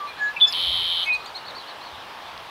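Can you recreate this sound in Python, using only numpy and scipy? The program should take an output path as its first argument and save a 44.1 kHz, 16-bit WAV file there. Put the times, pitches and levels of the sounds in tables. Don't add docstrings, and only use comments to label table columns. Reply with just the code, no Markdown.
import sys
import numpy as np
from scipy import signal
from scipy.fft import rfft, irfft
from scipy.io import wavfile
from scipy.ndimage import uniform_filter1d

SR = 44100
rng = np.random.default_rng(int(sys.argv[2]) if len(sys.argv) > 2 else 0)


def rack_gain(trim_db):
    fader = np.asarray(trim_db, float)
    return 10 ** (fader / 20)


def unload_wav(signal):
    wavfile.write(
        sys.argv[1],
        SR,
        np.round(np.clip(np.atleast_2d(signal).T, -1, 1) * 32767).astype(np.int16),
    )


N = 110250


def evened(x):
    return x / np.sqrt(np.mean(x ** 2) + 1e-20)


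def wander(count, size):
    once = uniform_filter1d(rng.standard_normal(count), size)
    return evened(uniform_filter1d(once, size))


def add(mix, s, sound):
    part = mix[max(round(s * SR), 0):][:len(sound)]
    part += sound[:len(part)]


def band_pass(order, low_hz, high_hz):
    return signal.butter(order, [low_hz, high_hz], "band", fs=SR, output="sos")


def whistle(hz, overtones):
    phase = 2 * np.pi * (np.cumsum(hz) / SR + rng.random())
    return np.sqrt(2) * sum(rack_gain(db) * np.sin(k * phase) for k, db in overtones)


def note(curve, overtones, rough):
    s, hz, db = np.transpose(curve)
    t = np.arange(s[0], s[-1], 1 / SR)
    hz = np.interp(t, s, hz) * (1 + rough * wander(len(t), size=60))
    level = rack_gain(np.interp(t, s, db)) * signal.windows.tukey(len(t), .08)
    return s[0], whistle(hz, overtones) * level


# multiple of the nominal pitch, level/dB
FLICK_OVERTONES = [(2, -54), (3, -36)]


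def flick(s, width_ms, from_hz, to_hz, db):
    n = round(width_ms * SR / 1000)
    partials = [(0.98, 0.0087)] + FLICK_OVERTONES
    tone = whistle(np.linspace(from_hz, to_hz, n), partials) / np.sqrt(2)
    return s - n / SR / 2, rack_gain(db) * np.hanning(n) * tone


# f/Hz, relative level/dB per Hz
WASH = [(15, -63.5), (25, -32), (119, -12), (152, -17), (401, -9.5), (554, -6.5), (601, -6), (745, -2),
        (1030, 0), (1460, -6.5), (1720, -6.5), (1910, -9.5), (3460, -10), (5180, -20), (6970, -30.5),
        (15600, -35)]


def wash():
    frames, hz = N // 256 + 5, np.fft.rfftfreq(1024, 1 / SR)
    real, imag, patches = rng.standard_normal((frames, 513, 3)).T
    patches = uniform_filter1d(patches, 12, 0)
    patches = evened(uniform_filter1d(patches, 14, 1))
    f, db = np.transpose(WASH)
    mean_db = np.interp(np.log(hz + 1), np.log(f + 1), db)[:, None]
    spectra = (real + 1j * imag) * rack_gain(mean_db + 1.2 * patches)
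    noise = signal.istft(spectra, nperseg=1024, noverlap=768)[1][:N]
    return rack_gain(-39) * evened(noise)


# t/s, rms level/dB
WIND = [(0.0, -73), (0.16, -60), (0.52, -67), (0.56, -56), (0.63, -58), (0.7, -43), (0.78, -48),
        (0.83, -49), (0.88, -55.5), (1.89, -76), (1.94, -55), (2.07, -73), (2.38, -55), (2.5, -65)]


def wind():
    low = signal.sosfilt(band_pass(2, 38, 120), rng.standard_normal(N))
    return evened(low) * rack_gain(np.interp(np.arange(N) / SR, *np.transpose(WIND)))


# t/s, nominal pitch f/Hz, level/dB before the partials' own levels
LOW_NOTE = [(0.0, 1213, -36), (0.01, 1178, -32), (0.024, 1168, -31.5), (0.068, 1161, -32.5),
            (0.115, 1150, -59)]
MID_NOTE = [(0.185, 1740, -41), (0.213, 1689, -24.5), (0.229, 1701, -21), (0.267, 1687, -23),
            (0.327, 1712, -37), (0.335, 1684, -52.5)]
PAIR_LOW = [(.358, 2415, -59.5), (.367, 2415, -29.5), (.376, 2340, -30.5), (.384, 2400, -44)]
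PAIR_HIGH = [(.358, 2570, -70), (.367, 2754, -25.5), (.378, 2730, -35), (.388, 2617, -33),
             (.398, 2580, -44)]
LOUD_NOTE = [(.413, 3600, -26), (.415, 3534, -19), (.417, 3511, -12), (.421, 3480, -10.5),
             (.428, 3472, -9.8), (.44, 3472, -10.6), (.448, 3465, -11.6), (.455, 3450, -13.6),
             (.4575, 3420, -23), (.459, 3480, -19.5), (.463, 3470, -26), (.484, 3465, -32),
             (.492, 3460, -42)]
REEDY_NOTE = [(.464, 1730, -56), (.471, 1732, -42), (.477, 1732, -31), (.487, 1728, -31), (.497, 1724, -36),
              (.507, 1720, -42), (.516, 1714, -56)]
END_NOTE = [(1.055, 2490, -40), (1.071, 2575, -30), (1.103, 2501, -19.5), (1.139, 2479, -21.5),
            (1.163, 2500, -24.5), (1.18, 2500, -39)]
END_UNDER = [(1.056, 2250, -46), (1.068, 2230, -33), (1.084, 2215, -26), (1.098, 2200, -32),
             (1.108, 2190, -52)]
COMPANION = [(.44, 2690, -58), (.455, 2630, -37), (.47, 2665, -44), (.485, 2600, -58.5)]
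FAINT_NOTE = [(.07, 2480, -49), (.085, 2442, -42.5), (.105, 2450, -41.5), (.125, 2380, -43.5)]
# (multiple of the nominal pitch, level/dB)
SONG = [(LOW_NOTE, [(1, 0)]), (MID_NOTE, [(1, -1.5), (4, -35)]), (PAIR_LOW, [(1, 0)]),
        (PAIR_HIGH, [(0.97, 0)]), (LOUD_NOTE, [(1, 0.1), (2, -48.5), (3, -48.5)]), (END_NOTE, [(1, 0)]),
        (END_UNDER, [(0.99, 0)]), (REEDY_NOTE, [(1, -9.5), (2.2, -13), (2, -24), (3, 0), (4, -14), (6, -33),
        (7, -30), (8, -31)]), (FAINT_NOTE, [(0.99, 0.0079)]), (COMPANION, [(0.98, 0)])]
FLICKS = [(.402, 2.5, 3400, 3600, -20.5), (0.4064, 2.2, 2950, 3900, -19), (0.408, 2.2, 3520, 3520, -17),
          (.4115, 2.8, 3130, 3760, -10.5), (.4135, 4.5, 3680, 3630, -11.5), (.5245, 2.36, 3400, 3620, -29),
          (0.526, 3.1, 4350, 5670, -18), (0.5298, 3.4, 5460, 3680, -18.5), (.532, 2.5, 3550, 2890, -23),
          (.534, 5.4, 4500, 4480, -26)]


def blackbird():
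    out = trill()
    for curve, overtones in SONG:
        reedy = curve == REEDY_NOTE
        s, tone = note(curve, overtones, rough=.006 if reedy else .0025)
        if reedy:
            tone = tone * (1 + rack_gain(-12) * wander(len(tone), size=14))
        add(out, s, tone)
    for row in FLICKS:
        add(out, *flick(*row))
    return out


def echoes(x, t60, size):
    t = np.arange(SR // 2) / SR
    signs = rng.choice([-1., 1.], len(t))
    sparse = rng.random(len(t)) < .05
    taps = signs * sparse * rack_gain(-60 * t / t60) * np.minimum(t / .005, 1)
    dull = uniform_filter1d(x, size=size)
    return signal.fftconvolve(dull, taps / np.linalg.norm(taps))[:N]


# start t/s, length/s, top f/Hz, level/dB before warble, second partial at the top/dB
CHIRPS = [(0.059, 0.06, 4200, -47, -21), (0.16, 0.049, 4200, -48, -30), (0.265, 0.032, 4120, -44.5, -37.5),
          (1.03, 0.033, 4300, -36.5, -15.5), (1.061, 0.034, 4800, -47, -19),
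          (1.118, 0.038, 4270, -34, -17.5), (1.142, 0.033, 4700, -45, -32),
          (1.194, 0.038, 4300, -45.5, -32), (1.231, 0.047, 4300, -46, -11.5),
          (1.254, 0.046, 4700, -44.5, -35), (1.343, 0.04, 4300, -34.5, -25), (1.371, 0.022, 4500, -42, -30),
          (1.443, 0.057, 4400, -42.5, -37), (1.481, 0.031, 4200, -40, -30), (1.544, 0.053, 4550, -41, -32),
          (1.666, 0.042, 4400, -45, -36), (1.798, 0.1, 4420, -46.5, -41), (1.59, .035, 4150, -47, -28),
          (1.688, 0.047, 4000, -48.5, -30), (1.924, .04, 3700, -49.5, -36), (1.994, 0.036, 3600, -50, -33),
          (2.261, 0.034, 3550, -50, -32)]
# centre t/s, width/ms, nominal from f/Hz, nominal to f/Hz, peak level/dB
STROKES = [(1.034, 5, 6940, 5540, -43), (1.062, 6, 7400, 5800, -42), (1.072, 7, 5670, 7000, -50),
           (1.151, 6, 7600, 5800, -44), (1.158, 7, 5600, 7060, -49), (1.262, 6, 4080, 3330, -33.5),
           (1.2625, 6, 8100, 5570, -41.5), (1.373, 5, 7300, 5530, -49), (1.511, 5, 7300, 5800, -48)]
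# centre t/s, peak level/dB, nominal f/Hz
TICKS = [(2.378, -23, 3770)]
# t/s, share of the full scatter
LEAVING = [(1.36, .3), (1.5, .8)]


def neighbours():
    out = np.zeros(N)
    rise, drop, top_at = .17, .22, .55
    for s, length, top_hz, db, over_db in CHIRPS:
        u = np.linspace(0, 1, round(length * SR))
        rising = rise * (1 - u / top_at) ** 2
        falling = drop * abs((u - top_at) / (1 - top_at)) ** 2.35
        bend = np.where(u < top_at, rising, falling)
        ragged = np.interp(s, *np.transpose(LEAVING))
        warble_db = 5.5 * ragged * wander(len(u), size=70)
        hz = top_hz * (1 - bend) * (1 + 0.017 * ragged * wander(len(u), size=40))
        off_top = abs(u - top_at)
        partials = [(1, 0.0038), (2, over_db - 34 * off_top), (3, over_db - 4.0 - 40 * off_top)]
        add(out, s, whistle(hz, partials) * rack_gain(db + warble_db) * np.sin(np.pi * u) ** .5)
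    for row in STROKES:
        add(out, *flick(*row))
    for s, db, hz in TICKS:
        add(out, *flick(s, 0.7, hz, hz, db))
    return out


# t/s, beats done
TRILL_BEATS = [(.5372, 0), (.6037, 6), (.7057, 15), (.8092, 24), (.9246, 34), (1.0062, 41), (1.0395, 44)]
# t/s, level/dB
TRILL_LEVEL = [(.537, -3), (.57, -3), (.62, -1), (.72, -0.7), (.85, -2), (.94, -2.2), (1.04, -2.1)]
# share of the beat, f/Hz, peak level/dB (before scatter, throat and gain)
BEAT = [(0, 3020, -26), (.07, 2980, -24), (.11, 3100, -16), (.15, 3500, -11.5), (.19, 4050, -16.5),
        (.22, 4350, -32), (.27, 3400, -26), (.33, 3250, -29), (.38, 4000, -31), (.43, 3500, -19),
        (.48, 3100, -15.5), (.53, 3200, -22), (.6, 3150, -16), (.7, 3060, -21), (.85, 3030, -25),
        (1, 3020, -26)]
# share of the beat, width/ms, nominal from f/Hz, nominal to f/Hz,
# peak level/dB (before scatter, throat and gain)
UPPER = [(.88, 6.5, 4200, 4400, -25.5), (.47, 2.4, 3900, 3500, -23), (.6, 2.8, 3700, 3450, -22),
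         (.29, 2.1, 3200, 3500, -27), (.93, 3.5, 3500, 3700, -29)]
# f/Hz, relative level/dB per Hz
HISS = [(1800, -7), (2400, 1), (4800, -4.5), (6000, -23.5), (7800, -26), (8500, -19.5), (9000, -15),
        (10000, -17), (10900, -12), (11500, -13.5), (11800, -21), (13000, -21), (15500, -26)]
# t/s, rms level/dB before its swell in each beat
HISS_LEVEL = [(.46, -74), (.48, -53.5), (.515, -42.5), (.527, -35.5), (.545, -38.5), (.61, -37),
              (.72, -38.5), (.94, -40), (1.04, -42.5), (1.06, -45.5), (1.11, -54)]


def trill():
    s, beats = np.transpose(TRILL_BEATS)
    t = np.arange(N) / SR
    lead = .16
    stray, waver_db = .012, 1.5
    end = beats[-1] + 1
    done = np.interp(t, np.r_[s[0] - .011, s, s[-1] + .011], np.r_[-1, beats, end]) + lead

    share, hz, db = np.transpose(BEAT)
    hz = uniform_filter1d(np.interp(done % 1, share, hz), 9)
    hz = hz * (1 + stray * wander(N, size=120))
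    db = uniform_filter1d(np.interp(done % 1, share, db), 9)
    db = db + waver_db * wander(N, size=70)
    sounding = (done > 0) * (done < end)
    voices = whistle(hz, [(1, 0)] + FLICK_OVERTONES) / np.sqrt(2) * rack_gain(db) * sounding

    for k in range(44):
        for at, width_ms, from_hz, to_hz, peak_db in UPPER:
            a, b = rng.standard_normal(2)
            pitch = 1 + stray * a
            when = np.interp(k + at - lead, beats, s)
            add(voices, *flick(when, width_ms, from_hz * pitch, to_hz * pitch, peak_db + waver_db * b))

    voices = signal.sosfiltfilt(band_pass(2, 2776, 4700), voices)

    f, gain_db = np.transpose(HISS)
    bins = np.log(np.fft.rfftfreq(N, 1 / SR) + 1)
    shape = rack_gain(np.interp(bins, np.log([1000, *f]), [-80, *gain_db]))
    hiss = evened(irfft(rfft(rng.standard_normal(N)) * shape, N))
    hiss = hiss * (1 + .3 * np.cos(2 * np.pi * (done - .2)))
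    hiss_db = np.interp(t, *np.transpose(HISS_LEVEL), left=-120, right=-120)
    return voices * rack_gain(np.interp(t, *np.transpose(TRILL_LEVEL))) + hiss * rack_gain(hiss_db)


def scene():
    near, far = blackbird(), neighbours()
    mix = near + rack_gain(-18) * echoes(near, t60=.3, size=4)
    mix = mix + far + rack_gain(-6.5) * echoes(far, t60=.2, size=2)
    add(mix, .058, rack_gain(-19.5) * uniform_filter1d(near, size=5))
    return (mix + wash() + wind())[None]


def band_limit(x):
    return signal.sosfilt(signal.butter(12, 15790, fs=SR, output="sos"), x)


def record(dry):
    low_pass = signal.firwin(511, 15800, window=("kaiser", 9), fs=SR)
    mix = signal.oaconvolve(dry, low_pass[None], "same")
    return band_limit(mix)


dry = scene()
out = record(dry)
unload_wav(out)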